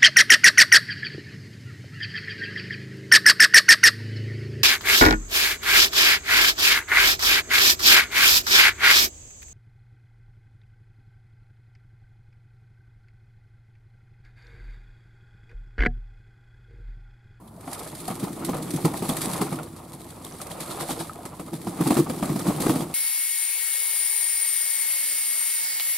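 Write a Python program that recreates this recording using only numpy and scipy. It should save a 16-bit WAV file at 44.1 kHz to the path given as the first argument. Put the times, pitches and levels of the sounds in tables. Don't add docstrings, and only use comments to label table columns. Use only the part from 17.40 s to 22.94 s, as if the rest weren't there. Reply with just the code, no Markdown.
import sys
import numpy as np
from scipy import signal
from scipy.fft import rfft, irfft, next_fast_len
from scipy.io import wavfile

SR = 44100
rng = np.random.default_rng(int(sys.argv[2]) if len(sys.argv) > 2 else 0)


def to_wav(s):
    ch = np.atleast_2d(s).T
    pcm = np.round(np.clip(ch, -1, 1) * 32767)
    wavfile.write(sys.argv[1], SR, pcm.astype(np.int16))


N = 244314
TIME = np.arange(N) / SR

# f/Hz, relative density level/dB
SPRAY_SPECTRUM = [(700, -21), (1500, -7.5), (2150, -5), (2800, -10.5), (3500, -5), (4500, -4), (5500, -8.5),
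                  (6500, -7.5), (8600, 0.5), (10200, 0), (11700, -1.5), (13500, -9), (15800, -24)]
# t/s, relative level/dB
AGITATION = [(0.16,-66.5), (0.29,-48.5), (0.75,-48.5), (1.45,-46.5), (1.9,-38.5), (2.29,-57), (2.8,-53.5),
             (3.45,-44.5), (3.92,-56), (4.33,-49.5), (4.52,-36.5), (4.64,-46), (4.95,-45), (5.33,-37.5),
             (5.46,-50)]
# t/s, relative level of the air thump/dB, thump f/Hz, relative level of the slap on the water/dB
STROKES = [(0.279,-36,260,-41), (0.682,-40,220,-38), (0.704,-30,220,-36), (0.833,-21.5,176,-40.5),
           (1.092,-24,252,-33), (1.342,-21.5,183,-46), (1.451,-15.5,175,-25.5), (1.54,-48,206,-36),
           (1.624,-26.5,237,-32.5), (1.694,-23.5,250,-32), (1.877,-27.5,206,-43), (2.016,-21,191,-27.5),
           (2.126,-26,177,-34), (3.855,-42,220,-37), (3.997,-33.5,199,-38.5), (4.133,-27,184,-39.5),
           (4.271,-24.5,214,-38.5), (4.41,-19,229,-30.5), (4.467,-20,288,-33), (4.507,-15,239,-25),
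           (4.57,-16,211,-27), (4.594,-15.5,344,-37), (4.699,-25,245,-32), (4.828,-22,210,-30),
           (4.898,-22.5,206,-40), (4.961,-21,213,-36), (5.068,-30,225,-31), (5.086,-16.5,199,-39),
           (5.206,-20.5,202.5,-37), (5.265,-24,231,-28), (5.296,-17,310,-28.5), (5.359,-23,264,-38.5),
           (5.407,-22.5,212,-35.5)]
THUMP_LAG_S = 0.00378


def from_db(db):
    return 10 ** (np.asarray(db) / 20)


def rms_one(x):
    return x / np.sqrt(np.mean(x ** 2) + 1e-20)


def at_hz(points, hz):
    f, value = np.transpose(points)
    return np.interp(np.log(np.maximum(hz, 1)), np.log(f), value)


def in_time(curve, trim_db):
    return np.interp(TIME, *np.transpose(curve)) + trim_db


def colour(x, spectrum):
    size = 2 * next_fast_len(N // 2 + 8192)
    hz = np.arange(size // 2 + 1) * SR / size
    gain = rms_one(from_db(at_hz(spectrum, hz)))
    cepstrum = irfft(np.log(gain))
    cepstrum[1:size // 2] *= 2
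    cepstrum[size // 2 + 1:] = 0
    response = np.exp(rfft(cepstrum))
    return irfft(rfft(x, size) * response)[..., :N]


def spread(pair):
    # f/Hz, correlation
    likeness = [(130,1), (280,0.98), (550,0.6), (2000,0.78), (4000,0.61), (12000,0.17)]
    size = 2 * next_fast_len(N // 2 + 1)
    hz = np.arange(size // 2 + 1) * SR / size
    alike = np.clip(at_hz(likeness, hz), 0, 1)
    shares = np.sqrt([(1 + alike) / 2, (1 - alike) / 2])
    mid, side = irfft(rfft(pair, size) * shares)[:, :N]
    return np.array([mid + side, mid - side])


def pan(db):
    return from_db([[db / 2], [-db / 2]])


def add(out, s, sound):
    start = int(np.clip(s * SR, 0, N - 1))
    out[..., start:start + sound.shape[-1]] += sound[..., :N - start]


def bursts(rows, length_s, rise_share, tail_db, tail_s):
    power = np.zeros(N)
    rise_share = np.clip(rise_share, .05, .9)
    for s, db in rows:
        near = slice(max(int((s - .05) * SR), 0), int((s + .25) * SR))
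        t = TIME[near] - s
        swell = np.exp(-(t / (rise_share * length_s)) ** 2)
        fall = np.exp(-abs(t) / ((1 - rise_share) * length_s))
        tail = from_db(tail_db) ** 2 * np.exp(-abs(t) / tail_s)
        power[near] += from_db(db) ** 2 * np.where(t < 0, swell, fall + tail)
    return np.sqrt(power)


def clumps(per_s, depth_db):
    knots = np.minimum(rng.standard_normal(N // 100), 1.6)
    return from_db(depth_db * np.interp(TIME * per_s, np.arange(len(knots)), knots))


def droplets(per_s):
    born = rng.random(N) < per_s / SR
    sizes = from_db(2.5 * np.minimum(rng.exponential(1, N), 4))
    return rms_one(born * sizes * rng.standard_normal((2, N)))


def bubble(hz, cycles, glide):
    age = np.arange(int(cycles / hz * SR) + 2) * hz / SR / cycles
    return from_db(-60 * age) * np.sin(2 * np.pi * cycles * (age + glide * age ** 2 / 2))


def bubbles(strength, spectrum, low_hz, high_hz, cycles, range_db, count):
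    out = np.zeros((2, N))
    for when, size, faint, side, life in rng.random((count, 5)):
        hz = low_hz * (high_hz / low_hz) ** size
        gain = strength[int(when * N)] * from_db(at_hz(spectrum, hz) / 2 - range_db * faint)
        ringing = bubble(hz, cycles * (.5 + life), glide=0.091)
        add(out, when * N / SR, gain * pan(10 * (side - .5)) * ringing)
    return out


def outdoor_air(level_db):
    # f/Hz, relative density level/dB
    outdoor_spectrum = [(25,-15), (55,-32), (85,5), (125,3.5), (260,1.5), (410,-10), (1000,-8.5),
                        (1700,-27.5), (6000,-75), (10000,-25), (15500,-36)]
    return from_db(level_db) * spread(colour(rng.standard_normal((2, N)), outdoor_spectrum))


def hum(hz, level_db):
    return from_db(level_db) * np.sqrt(2) * np.sin(2 * np.pi * hz * TIME)


def aviary(x, t60, wet_db):
    t = TIME[:SR // 2]
    noise = spread(rng.standard_normal((2, N)))[:, :len(t)]
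    tail = noise * from_db(-60 * t / t60) * (t > .004)
    tail /= np.sqrt(np.sum(tail ** 2) / 2)
    return x + from_db(wet_db) * signal.fftconvolve(x, tail, axes=-1)[:, :N]


def tub(x, ring_hz, width_hz, ring_db):
    ringing = signal.lfilter(*signal.iirpeak(ring_hz, ring_hz / width_hz, fs=SR), x)
    return x + from_db(ring_db) * ringing


def shake(count):
    start_s, period_s, swing_s = 3.117, .098, 0.022
    peak_s, peak_db = 3.49, -32
    swell_db_per_s, fade_db_per_s = 25, 31
    s = start_s + period_s * np.arange(count)
    db = peak_db - np.maximum(swell_db_per_s * (peak_s - s), fade_db_per_s * (s - peak_s))
    return bursts(zip(s, db), swing_s, rise_share=0.49, tail_db=-4.5, tail_s=0.013)


def rustle(shaking, centre_hz, width_hz, level_db):
    band = signal.iirpeak(centre_hz, centre_hz / width_hz, fs=SR)
    rubbing = signal.lfilter(*band, droplets(per_s=2600))
    return from_db(level_db) * shaking * spread(rms_one(rubbing))


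def ticks(fall_db, per_s, spread_db):
    born = rng.random(N) < per_s / SR
    sizes = from_db(fall_db + spread_db * np.minimum(rng.exponential(1, N), 3))
    return spread(colour(born * sizes * rng.standard_normal((2, N)), SPRAY_SPECTRUM))


def slaps(tail_db, tail_s):
    landings = [(s, db) for s, _, _, db in STROKES]
    return bursts(landings, length_s=0.0083, rise_share=0.18, tail_db=tail_db, tail_s=tail_s)


def flicks():
    # t/s, relative level/dB
    feather_flicks = [(0.333,-33.5), (0.395,-39.5), (0.553,-41.5), (0.682,-33.5), (0.8,-37.5), (1.051,-32),
                      (1.309,-34), (1.364,-35.5), (1.452,-32.5), (1.576,-34.5), (1.693,-26), (1.771,-29.5),
                      (1.819,-28.5), (1.916,-36), (1.964,-34.5), (2.016,-31.5), (2.234,-42), (2.536,-43.5),
                      (2.706,-45), (2.85,-40), (3.018,-36), (3.207,-35.5), (3.855,-42.5), (4.476,-31.5)]
    small_per_s, small_db, small_spread_db = 21, -2.5, 12
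    when, size = rng.random((int(small_per_s * N / SR), 2)).T
    s = when * N / SR
    db = np.interp(s, *np.transpose(AGITATION)) + small_db + small_spread_db * (2 * size - 1)
    rows = [*feather_flicks, *zip(s, db)]
    return bursts(rows, length_s=0.0044, rise_share=0.63, tail_db=-5.5, tail_s=0.009)


def spray(fall_db, shaking, flick_db, slap_db, mist_db, drips_db):
    fall = from_db(fall_db) * clumps(per_s=60, depth_db=2.8)
    mist = from_db(mist_db) * rng.standard_normal((2, N))
    patter = fall * (droplets(per_s=660) + mist)
    flicked = from_db(flick_db) * flicks()
    slapped = from_db(slap_db) * slaps(tail_db=-2.5, tail_s=0.011)
    thrown = np.sqrt(flicked ** 2 + slapped ** 2 + shaking ** 2)
    drips = bubbles(np.hypot(fall, thrown), SPRAY_SPECTRUM, low_hz=3000, high_hz=11000,
                    cycles=40, range_db=20, count=1000)
    impacts = patter + thrown * droplets(per_s=10000)
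    return spread(colour(impacts, SPRAY_SPECTRUM)) + from_db(drips_db) * drips


def plops(level_db):
    # t/s, relative peak level/dB, bubble f/Hz
    large_drops = [(0.178,-38,650), (0.681,-22.5,730), (1.134,-27,1270), (2.189,-28.5,1386),
                   (2.55,-30,9500), (2.619,-41,3970), (2.924,-31.5,5900), (3.003,-32,1295), (3.492,-20,790),
                   (3.696,-24.5,1276), (3.789,-30,716)]
    out = np.zeros(N)
    for s, db, hz in large_drops:
        add(out, s, from_db(db + level_db) * bubble(hz, cycles=41, glide=0.057))
    return out


def water(slosh_db, shaking, slap_db, smack_db, bubbles_db, churn_db):
    # f/Hz, relative density level/dB
    water_spectrum = [(200,-8.5), (420,-2), (720,3.5), (950,-0.5), (1250,-0.5), (1600,-17.5), (2200,-13.5),
                      (2900,-19), (6000,-36)]
    # t/s, relative level/dB
    slop_times = [(1.135,-35), (2.187,-41), (3.372,-39)]
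    smacks = np.zeros(N)
    for s, _, _, db in STROKES:
        smacks[int(s * SR)] = from_db(db + smack_db)
    slosh = from_db(slosh_db) * clumps(per_s=58, depth_db=5.0)
    slops = bursts(slop_times, length_s=0.025, rise_share=.15, tail_db=-12, tail_s=.02)
    landed = from_db(slap_db) * np.hypot(slaps(tail_db=-17.5, tail_s=0.011), slops)
    struck = np.hypot(landed, shaking)
    churn = np.hypot(slosh * from_db(churn_db), struck) * droplets(per_s=7000)
    gurgle = bubbles(np.hypot(slosh, struck), water_spectrum, low_hz=380, high_hz=2000,
                     cycles=22, range_db=15, count=900)
    surface = colour(smacks, water_spectrum) + spread(colour(churn, water_spectrum))
    return surface + from_db(bubbles_db) * gurgle


def wing_air(draught_trim_db, shaking, beat_db, beat_s):
    # f/Hz, relative density level/dB
    air_spectrum = [(30,-28), (70,-29), (105,-12), (135,2), (178,3.5), (240,-3.5), (335,-2), (420,-10.5),
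                    (600,-21.5), (1200,-34.5)]
    # t/s, relative level/dB
    draught_curve = [(0,-56.5), (0.6,-41.5), (1.05,-32), (2.1,-32.5), (2.35,-44), (3.9,-44.5), (4.5,-32.5),
                     (5.35,-26), (5.5,-38.5)]
    draught = from_db(in_time(draught_curve, draught_trim_db))
    strokes = [(s + THUMP_LAG_S, db + beat_db) for s, db, _, _ in STROKES]
    beats = bursts(strokes, beat_s, rise_share=0.46, tail_db=-10.0, tail_s=0.0079)
    strength = np.sqrt(draught ** 2 + beats ** 2 + shaking ** 2)
    return strength * spread(colour(rng.standard_normal((2, N)), air_spectrum))


def wing_thumps(level_db, sag):
    rise_s = 0.01058
    out = np.zeros(N)
    age = np.arange(SR // 10) / SR / rise_s
    pulse = (age * np.exp(1 - age)) ** 2
    sagging_age = age + sag * (2 * np.log1p(age) - age)
    for s, db, hz, _ in STROKES:
        phase = 2 * np.pi * (hz * rise_s * sagging_age + rng.random())
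        thump = from_db(db + level_db) * np.sqrt(2) * pulse * np.sin(phase)
        add(out, s + THUMP_LAG_S - rise_s, thump)
    return out


def scene():
    background = outdoor_air(level_db=-47) + hum(hz=59.8, level_db=-58.5)
    shaking = shake(count=6)
    drops = spray(in_time(AGITATION, trim_db=-2.5), shaking * from_db(0.7),
                  flick_db=3.5, slap_db=-5.5, mist_db=2.5, drips_db=10.5)
    drops += ticks(in_time(AGITATION, trim_db=12.5), per_s=50, spread_db=4.5)
    drops += rustle(shaking, centre_hz=3730, width_hz=1300, level_db=-7)
    splash = water(in_time(AGITATION, trim_db=3.0), shaking * from_db(-2.0),
                   slap_db=3.5, smack_db=21.5, bubbles_db=10.0, churn_db=0.0)
    splash += plops(level_db=-0.5)
    wings = wing_air(draught_trim_db=-3, shaking=shaking * from_db(1.0), beat_db=-3, beat_s=0.018)
    wings += wing_thumps(level_db=-2.5, sag=0.34)
    wings = tub(wings, ring_hz=326, width_hz=91, ring_db=-5)
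    bath = wings + splash * pan(db=-0.4) + drops * pan(db=-1.0)
    return aviary(bath, t60=0.12, wet_db=-14) + background


def record(dry):
    low_pass = signal.ellip(12, .1, 80, 15700, fs=SR, output="sos")
    return signal.sosfilt(low_pass, dry)


dry = scene()
out = record(dry)
to_wav(out)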